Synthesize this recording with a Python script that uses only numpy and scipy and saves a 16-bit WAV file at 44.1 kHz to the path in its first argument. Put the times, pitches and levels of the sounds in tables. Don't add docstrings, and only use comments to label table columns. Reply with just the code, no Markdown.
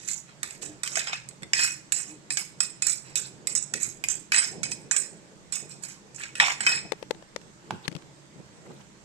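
import sys
import numpy as np
from scipy import signal
from scipy.fft import rfft, irfft
from scipy.io import wavfile
from scipy.ndimage import uniform_filter1d

SR = 44100
rng = np.random.default_rng(int(sys.argv[2]) if len(sys.argv) > 2 else 0)


def ratio_of_db(decibels):
    return 10 ** (np.asarray(decibels, float) / 20)


def to_wav(sig):
    pcm = np.clip(np.atleast_2d(sig), -1, 1) * 32767
    pcm = np.round(pcm).astype(np.int16)
    wavfile.write(sys.argv[1], SR, pcm.T)


N = 398663

# start in seconds, relative level in dB, body in dB (how hard the flat of
# the blade drives the lower modes), edge in dB on the upper modes.
KNIFE_TAPS = [(0.037, -46, -14, -6), (0.0858, -31, -6.5, 11), (0.4301, -22, -8, -8), (0.507, -35, -11, -3),
              (0.6196, -42.5, -1, -16), (0.8329, -21, -10, -4), (0.8749, -26.5, -4.5, -4),
              (0.9547, -23, -4, 4.5), (0.9929, -23, -18, -8), (1.0711, -35, 10.5, -17),
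              (1.1303, -40.5, 21, -20), (1.2877, -31.5, -23, -28), (1.31, -50, -2, -8),
              (1.4217, -44, -5, -20), (1.4309, -35, -1, -31), (1.533, -22.5, 3, 5),
              (1.6405, -16.5, -23, -16), (1.9209, -14.5, -8.5, -10), (2.3041, -21.5, -6.5, -0.5),
              (2.371, -16.5, -7.5, -4.5), (2.604, -12.5, -11.5, -18), (2.821, -20.5, -7.5, -1),
              (2.8672, -13.5, -18, -6), (3.1553, -20.5, -10, -5), (3.4708, -15.5, -15, -21),
              (3.5512, -12.5, -24, -3.5), (3.7374, -17.5, -9, -11), (3.829, -28, -25, 9),
              (4.0386, -22.5, 0, -27), (4.0852, -23.5, -12, 7), (4.3194, -22.5, 8.5, -0.5),
              (4.3433, -17.5, -2, -9.5), (4.3613, -22, -3, -12), (4.3721, -22.5, -2, -18),
              (4.3804, -17.5, -12, -14), (4.4394, -25, -16, -4), (4.6314, -19, -11.5, -4),
              (4.716, -23.5, -7.5, 0.5), (4.911, -22, 0, 12), (4.9634, -13, -9.5, -11),
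              (5.5226, -18.5, -16.5, -16), (5.835, -26.5, -16, -16), (6.1454, -42.5, -12, 2),
              (6.353, -32, -1, -15), (6.399, -22.5, 10.5, -25), (6.6055, -21.5, -1.5, -16),
              (6.6645, -20.5, 7.5, -19)]
# start in seconds, seconds until it presses hardest, relative
# pressure in dB, body in dB, edge in dB.
KNIFE_STROKES = [(0.0, 0.054, -49.5, -4, 8), (0.076, 0.046, -36.5, -14.5, 7.5),
                 (.28, 0.015, -63.5, 6.5, -6), (0.434, .015, -42.5, -2.5, 0), (.47, 0.066, -47.5, -12, -1),
                 (0.615, 0.043, -44, -6.5, 6.5), (.838, 0.036, -40.5, -3.5, 4), (.91, 0.076, -43.5, -6, 9),
                 (0.969, 0.029, -35.5, 1.5, -2), (1.068, 0.014, -39, 2.5, -8), (1.125, 0.0081, -43, 5, 2),
                 (1.542, 0.046, -30.5, 0.5, 4), (1.599, 0.032, -24, -8.5, -5), (1.66, 0.056, -42, -14, 5.5),
                 (1.925, 0.033, -26.5, -21, -4), (1.96, 0.054, -41, -9, 2), (2.07, 0.028, -54, -4, 10),
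                 (2.308, .015, -33.5, -13, -1), (2.371, 0.025, -32, -13, -5), (2.58, .012, -59, -14, -7),
                 (2.61, 0.027, -32, -13, -3), (2.826, 0.018, -27.5, -18, -8),
                 (2.867, 0.04, -25.5, -18.5, -5), (3.04, 0.064, -54, -3, -2),
                 (3.16, 0.0094, -29.5, -11.5, 3.5), (3.2, 0.052, -47, -11.5, -10),
                 (3.478, 0.027, -35.5, -13, -6), (3.551, 0.0092, -28.5, -18.5, 8),
                 (3.744, 0.019, -38, -9, -1), (3.8, 0.045, -32.5, -13, 4), (4.045, .015, -51, -8, 6),
                 (4.087, 0.02, -30.5, -11, 4), (4.325, 0.023, -31.5, 0, 4),
                 (4.355, 0.038, -24.5, -8.5, -12), (4.42, 0.048, -33.5, -15, -4),
                 (4.638, 0.018, -40, -4, 2.5), (4.71, 0.0072, -37.5, -15, -7), (4.913, 0.015, -34.5, -3, 2),
                 (4.962, 0.038, -28, -20, -5), (5.529, 0.028, -31.5, -13, -0.5),
                 (5.69, 0.024, -43.5, -12, -3), (5.824, 0.032, -39.5, -13.5, -5),
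                 (5.88, 0.032, -50, -7.5, 5), (6.148, .02, -53.5, -7, 8), (6.179, 0.0099, -49, 0.5, 3),
                 (6.2, .05, -50.5, 5.5, 3), (6.355, 0.023, -41, -3, -6), (6.4, 0.023, -33, 12.5, 2.5),
                 (6.44, 0.057, -36, 6, 4), (6.61, 0.035, -37.5, 0.5, 2), (6.664, 0.019, -26, -1, -11),
                 (6.7, 0.039, -34, 0.5, -2)]
LANDS_DB, LIFTS_DB_PER_S = -5, 251.5
BODY_SHARE = [0.96, 1, 0.53]
BODY_OFFSET_DB = [-1, 2.5, 1]

GROUP_SPLITS_HZ = [2000, 3800, 5900, 7500]
# frequency in Hz, level in dB, time to fade 60 dB in seconds.
DISH_MODES = [(908, -8, .06), (1147, -8, .04), (1540, -2, .04), (2009, -9, .07), (2237, -6, .09),
              (2346, -8, .07), (2464, -3, .06), (2531, 0, .09), (3080, -12, .05), (3360, -13, .08),
              (4035, -10, .05), (4500, -10, .05), (5050, -7, .07), (5150, -4, .07), (5185, 0, .1),
              (5268, -2, .08), (5700, -9, .05), (6340, -6, .06), (6950, -5, .05), (7047, -3, .07),
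              (7116, 0, .08), (7262, -2, .06), (7715, -6, .05), (7810, -4, .06), (7875, -4, .07),
              (8050, 2, .08), (8125, -3, .07)]
# frequency in Hz, level in dB.
GRIT_COLOUR = [(180, -28), (300, -33.5), (662, -19.5), (900, -13.5), (1890, -2.5), (2490, 0.5), (2790, -7),
               (3500, -10), (4680, -14.5), (5240, -13.5), (6570, -12), (7980, -4), (8650, -22), (9400, -26),
               (10400, -28), (12500, -30.5), (14300, -75.5)]
RING_OVER_GRIT_DB = [-9.5, 4.5, 4, -3.5, 4]
# time in seconds, level in dB of all
# modes, level in dB of the middle group, which rings most when the rim is let go.
DISH_FREEDOM = [(0, -28, 2), (.6, -10.5, -0.5), (1.1, -3.5, 1.5), (1.3, -16, 2), (1.46, -17, -4),
                (1.55, -2, 3), (1.95, -4.5, -0.5), (2.4, -2, 3.5), (2.65, 1, 2), (3.2, -7.5, 3),
                (3.9, -10, -4), (4.2, -9, -7), (4.4, -0.5, 4.5), (5, 2, -2), (5.6, -1.5, 1),
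                (6.2, -8.5, -1.5), (6.7, 2.5, 2.5)]
EDGE_RINGS, BLOTCH_DB = 0.31, 4
# frequency in Hz, left over right in dB.
PORT_BALANCE = [(300, -14), (1200, -3), (2500, 3), (5000, -5), (6500, -14.5), (8000, -26), (10000, -11),
                (14000, -31)]

# start in seconds, relative level in dB,
# pitch in Hz, relative crack level in dB, left over right in dB.
SPATULA_KNOCKS = [(0.63, -30, 435, -6, -5), (5.023, -39, 246, -1.5, 10), (6.72, -19, 902, -4, -2),
                  (6.85, -37, 180, -37, 22), (6.92, -16.5, 486, -11, 24.5), (6.931, -33, 424, -18, 29),
                  (7.026, -22.5, 510, -13, 16), (7.108, -13.5, 489, -12, 20.5), (7.147, -38, 196, -8, 14),
                  (7.224, -36, 580, -14, 18), (7.361, -21, 527, -9, 18.5), (7.383, -52, 6400, -11, -16),
                  (7.414, -40, 3400, -9, -18), (7.707, -6.5, 883, -19, -4.5), (7.855, -36, 400, -10, 16),
                  (7.8793, -30, 159, 4, 26), (7.915, -36.5, 179, -9.5, 24), (7.925, -35, 336, -8, 17),
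                  (7.951, -33.5, 156, -6.5, 27), (7.964, -35.5, 180, -3.5, 17),
                  (7.987, -42, 1100, -14, 2.5), (8.021, -40, 3100, -5, -6), (8.093, -52, 5600, -6, -9),
                  (8.359, -37.5, 158, -24, 13), (8.581, -47, 164, -42, 17), (8.717, -46, 1500, -6, 3),
                  (8.793, -47, 1600, -9, 3), (8.813, -48, 1300, -6, 3)]
# multiple of the pitch, level in dB, cycles to fade 60 dB.
BOWL_PARTIALS = [(1, 0.5, 7.5), (1.75, -8, 15.5), (2.45, -10.5, 12), (3.85, -9.5, 12.5)]
# start in seconds, peak in dB, tone in Hz, length in seconds.
BOWL_HOOTS = [(0.624, -45.5, 301.7, 0.15), (2.069, -46.5, 306, 0.12), (2.287, -52.5, 297, 0.074)]
# frequency in Hz, time to fade 60 dB in seconds.
KITCHEN_FADE = [(300, 0.28), (2000, 0.47), (8000, 0.38), (13000, 0.34)]

# loudest moment in seconds, level in dB, rise in seconds per 20 dB,
# fall in seconds per 20 dB.
CREAM_FOLDS = [(6.995, -49, .03, 0.061), (7.5, -79, .1, 0.13), (7.685, -55, .05, .02),
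               (7.86, -44, 0.055, .02), (7.99, -57, .02, 0.08), (8.39, -68, 0.063, .03),
               (8.456, -60, .04, .08), (8.715, -49.5, 0.11, 0.051), (8.81, -53, 0.091, 0.059)]
# frequency in Hz, level in dB.
STIR_COLOUR = [(300, -61), (800, 0), (3000, -14), (6000, -19), (10000, -33)]
# loudest moment in seconds, relative level in dB,
# rise in seconds per 20 dB, fall in seconds per 20 dB.
BOWL_SHIFTS = [(.68, -50, 0.18, 0.18), (1.33, -55, 0.059, 0.024), (1.43, -45, 0.019, 0.064),
               (2.13, -54, 0.13, 0.026), (3.21, -51, 0.11, 0.031), (3.52, -51, 0.25, 0.049),
               (3.75, -38, 0.031, 0.06), (3.88, -46, .05, 0.037), (4.53, -40.5, .07, 0.58),
               (5.03, -50, 0.035, 0.02), (6.42, -39, .03, 0.042), (6.62, -48.5, 0.11, 0.14),
               (6.77, -42, 0.088, 0.1), (6.85, -46, 0.025, 0.045), (6.97, -63, 0.026, .03),
               (7.73, -39, 0.024, 0.064), (7.95, -53, 0.09, 0.051), (8.4, -41, 0.023, 0.031),
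               (8.71, -44, 0.087, 0.074)]
COUNTER_DB, WAVER_DB = -55, 2.5
# frequency in Hz, level in dB.
RUMBLE_COLOUR = [(47, -28.5), (80, -47), (140, 13), (244, 0), (373, 3.5), (417, 2.5), (457, 1), (900, -11),
                 (1170, -29.5), (1980, -120)]
# frequency in Hz, then left over right in dB or likeness of the channels.
RUMBLE_BALANCE, RUMBLE_LIKENESS = [(100, -6.5), (500, 0.5)], [(100, 0.27), (500, 0.71)]
# frequency in Hz, level in dB.
HUM_COLOUR = [(15, -52), (25, 6.5), (43, -47), (71, -0.5), (97, -50), (130, 2), (163, -5), (213, -2.5),
              (233, -21), (330, -4.5), (362, -19.5), (425, -14), (448, -22), (539, -16.5), (600, -21.5),
              (780, -42), (1320, -120)]
# frequency in Hz, level in dB.
HISS_COLOUR = [(290, -51), (500, -17), (608, -3.5), (690, -13.5), (852, -4.5), (1160, -9), (2000, -10.5),
               (2620, -14), (5740, -15.5), (8030, -15), (9370, -30), (12600, -33), (14300, -69)]
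HUM_DB, HISS_DB = -55.5, -56.5
# frequency in Hz, left over right in dB.
ROOM_BALANCE = [(60, -7), (110, -5.5), (200, -1), (370, -5.5), (670, 1.5), (1230, -0.5), (2250, -1),
                (4130, -1), (7550, -12.5), (13800, 1)]
# frequency in Hz, correlation from -1 to 1.
ROOM_LIKENESS = [(60, 0.22), (230, 0.82), (910, -0.13), (3550, -0.043), (13800, -0.087)]

EDGE_HZ = 14200


def knife():
    out = strokes()
    t = np.arange(600) / SR
    envelope = (1 - np.exp(-t / 0.0014)) * np.exp(-t / 0.0016)
    bursts = rng.standard_normal((len(KNIFE_TAPS), 600)) * envelope
    answers = dish_groups(KNIFE_TAPS, spot_db=3.5)
    for (s, level_db, *hold), burst, groups in zip(KNIFE_TAPS, bursts, answers):
        response = ratio_of_db(level_db + grip(*hold)) @ groups
        tap = irfft(response * rfft(burst / np.linalg.norm(burst), 8192))
        out[round(s * SR):][:7000] += ratio_of_db(12) * tap[:7000]
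    return out


def strokes():
    out, t = np.zeros(N), np.arange(SR // 3) / SR
    shared_slips_db = 2.46 * chatter(N, span=120)
    shifting_contact_db = 3.1 * chatter((5, N), span=300)
    rasp = evened(rng.standard_normal((5, N)) * ratio_of_db(shared_slips_db + shifting_contact_db))
    answers = dish_groups(KNIFE_STROKES, spot_db=2.5)
    for (s, length, top_db, *hold), groups in zip(KNIFE_STROKES, answers):
        start = round(s * SR)
        landing_db = LANDS_DB * (1 - t / length)
        lifting_db = -LIFTS_DB_PER_S * (t - length)
        press_db = top_db + np.minimum(landing_db, lifting_db)
        drive = rasp[:, start:start + len(t)] * ratio_of_db(np.add.outer(grip(*hold), press_db))
        answer = np.roll(irfft(groups), 64, axis=1)[:, :6000]
        sound = signal.fftconvolve(drive, answer, axes=1).sum(0)[64:]
        out[start:][:len(sound)] += ratio_of_db(-6.5) * sound
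    return out


def grip(body_db, edge_db):
    return np.r_[body_db * np.array(BODY_SHARE) + BODY_OFFSET_DB, edge_db, 0]


def dish_groups(rows, spot_db):
    hz = np.fft.rfftfreq(8192, 1 / SR)
    times, edge_db = np.transpose(rows)[[0, -1]]
    blotches_db = BLOTCH_DB * chatter((len(rows), 2049), span=30)
    colours_db = read(GRIT_COLOUR, np.fft.rfftfreq(4096, 1 / SR)) + blotches_db
    grit = np.array([causal(db) for db in colours_db])

    chance = rng.standard_normal((len(rows), len(DISH_MODES), 2))
    spots = np.sign(chance[..., 0]) * ratio_of_db(spot_db * chance[..., 1])
    modes = spots @ ring(DISH_MODES, size=6000)

    lowpasses = [1 / (1 + (hz / split) ** 12) for split in GROUP_SPLITS_HZ]
    bands = np.diff([0 * hz, *lowpasses, 1 + 0 * hz], axis=0)
    grit, modes = (rfft(v, 8192)[..., None, :] * bands for v in (grit, modes))
    grit, modes = (v / np.linalg.norm(v, axis=-1, keepdims=True) for v in (grit, modes))

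    s, free_db, rim_db = np.transpose(DISH_FREEDOM)
    ring_db = np.add.outer(np.interp(times, s, free_db), RING_OVER_GRIT_DB)
    ring_db[:, 3] += EDGE_RINGS * np.maximum(edge_db, 0)
    groups = grit + ratio_of_db(ring_db)[..., None] * modes
    groups /= np.linalg.norm(groups, axis=-1, keepdims=True) / 64
    groups[:, 2] *= ratio_of_db(np.interp(times, s, rim_db))[:, None]
    return groups


def scatter(x, cycles_per_s=2.7):
    shape = (3, 2, 900)
    fade = ratio_of_db(-60 * np.arange(900) / SR / .03)
    echoes = rng.standard_normal(shape) * (rng.random(shape) < .05) * fade
    echoes *= ratio_of_db(np.array([[9], [-3]])) / np.linalg.norm(echoes, axis=2, keepdims=True)
    echoes[:, :, 0] = 1
    echoes /= np.linalg.norm(echoes, axis=2, keepdims=True)
    phase = cycles_per_s * np.arange(N) / SR + np.arange(3)[:, None] / 3
    share = (2 / 3) ** .5 * abs(np.cos(2 * np.pi * phase))
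    return signal.oaconvolve((share * x)[:, None], echoes, axes=2)[:, :, :N].sum(0)


def ports(x):
    tilt_db = read(PORT_BALANCE, np.fft.rfftfreq(4096, 1 / SR))
    right_db = -20 * np.log10((1 + ratio_of_db(2 * tilt_db)) ** .5 / 2)
    left = np.r_[np.zeros(10), causal(right_db + tilt_db)]
    right = np.r_[causal(right_db), np.zeros(10)]
    return signal.oaconvolve(x, [left, right], axes=1)[:, :N]


def spatula():
    out, t = np.zeros((2, N + 4000)), np.arange(4000) / SR
    crack_band = np.r_[signal.butter(1, [1100, 3600], "band", fs=SR, output="sos"),
                       signal.butter(2, 8500, fs=SR, output="sos")]
    noises = rng.standard_normal((len(SPATULA_KNOCKS), 3, 4000))
    for (s, level_db, hz, crack_db, pan_db), noise in zip(SPATULA_KNOCKS, noises):
        partials = [(k * hz, db, cycles / (k * hz)) for k, db, cycles in BOWL_PARTIALS if k * hz < EDGE_HZ]
        tone = ring(partials, size=4000).sum(0) * (1 - np.exp(-t / 0.0014))
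        grit = (noise[0] + 2.15 * noise[1:]) * (1 - np.exp(-t / 0.0022)) * ratio_of_db(-60 * t / 0.011)
        knock = tone + ratio_of_db(crack_db + 10.5) * signal.sosfilt(crack_band, grit)
        sides_db = np.array([[pan_db / 2], [-pan_db / 2]])
        out[:, round(s * SR):][:, :4000] += knock * ratio_of_db(level_db + sides_db)
    return signal.sosfilt(signal.butter(2, 110, "high", fs=SR, output="sos"), out[:, :N])


def hoots():
    out = np.zeros(N)
    for s, db, hz, length in BOWL_HOOTS:
        t = np.arange(0, length, 1 / SR)
        swell = np.sin(np.pi * t / length)
        out[round(s * SR):][:len(t)] += ratio_of_db(db) * swell * np.sin(2 * np.pi * hz * t)
    return out


def kitchen(x):
    taps = np.zeros((2, SR // 2))
    slots = np.arange(200, SR // 2 - 20, 20)
    at = slots + rng.integers(0, 20, (2, len(slots)))
    np.put_along_axis(taps, at, rng.choice([-1., 1.], at.shape), 1)
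    hz, t, z = signal.stft(taps, SR, nperseg=256)
    fade = ratio_of_db(-60 * t / read(KITCHEN_FADE, hz)[:, None])
    tail = signal.istft(z * fade, SR, nperseg=256)[1]
    return signal.fftconvolve(x, tail / np.linalg.norm(tail[0]), axes=1)[:, :N]


def stirring():
    return air(STIR_COLOUR, ROOM_BALANCE, ROOM_LIKENESS, swells(CREAM_FOLDS), patchy_db=8.5, size=256)


def counter_rumble():
    level = ratio_of_db(COUNTER_DB + WAVER_DB * chatter(N, span=3000)) + ratio_of_db(swells(BOWL_SHIFTS))
    return level * air(RUMBLE_COLOUR, RUMBLE_BALANCE, RUMBLE_LIKENESS, level_db=-3, patchy_db=2.5)


def room_air():
    hum = air(HUM_COLOUR, ROOM_BALANCE, ROOM_LIKENESS, HUM_DB, patchy_db=2.0, size=4096)
    return hum + air(HISS_COLOUR, ROOM_BALANCE, ROOM_LIKENESS, HISS_DB, patchy_db=1.5)


def air(colour, balance, likeness, level_db, patchy_db, size=1024):
    frames, hz = N * 4 // size + 5, np.fft.rfftfreq(size, 1 / SR)
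    a, b, c, d, patches = rng.standard_normal((frames, len(hz), 5)).T
    patches = evened(uniform_filter1d(uniform_filter1d(patches, 10, 0), 12, 1))
    like = np.clip(read(likeness, hz), -1, 1)[:, None]
    left = a + 1j * b
    right = like * left + np.sqrt(1 - like ** 2) * (c + 1j * d)
    z = np.array([left, right])
    z *= ratio_of_db(read(colour, hz)[:, None] + patchy_db * patches)
    z *= ratio_of_db(np.outer([.5, -.5], read(balance, hz)))[:, :, None]
    noise = signal.istft(z, nperseg=size, noverlap=size * 3 // 4)[1][:, :N]
    return ratio_of_db(level_db) * evened(noise)


def swells(rows):
    t = np.arange(N) / SR
    humps = (ratio_of_db(db - 20 * np.maximum((s - t) / rise, (t - s) / fall)) for s, db, rise, fall in rows)
    return 20 * np.log10(sum(humps) + 1e-9)


def chatter(shape, span):
    return evened(uniform_filter1d(uniform_filter1d(rng.standard_normal(shape), span), span))


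def ring(modes, size):
    hz, db, t60 = np.transpose(modes)[:, :, None]
    t = np.arange(size) / SR
    return ratio_of_db(db - 60 * t / t60) * np.sin(2 * np.pi * hz * t)


def causal(db):
    log_gain = np.log(ratio_of_db(np.maximum(np.r_[db, db[-2:0:-1]], -100)))
    return np.fft.ifft(np.exp(np.conj(signal.hilbert(log_gain)))).real[:2048]


def read(points, hz):
    f, value = np.transpose(points)
    return np.interp(np.log(hz + 1), np.log(f + 1), value)


def evened(x):
    return x / np.sqrt(np.mean(x ** 2) + 1e-20)


def scene():
    dish = ports(scatter(knife()))
    knocks = spatula()
    walls = kitchen(ratio_of_db(-13.0) * dish + ratio_of_db(-10.5) * knocks[1])
    return dish + knocks + walls + hoots() + stirring() + counter_rumble() + room_air()


def roll_off(x):
    return signal.sosfilt(signal.butter(12, 14420, fs=SR, output="sos"), x)


def record(dry):
    lowpass = signal.firwin(255, EDGE_HZ, window=("kaiser", 9), fs=SR)
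    mix = signal.oaconvolve(dry, lowpass[None], "same", axes=1)
    return roll_off(mix)


dry = scene()
out = record(dry)
to_wav(out)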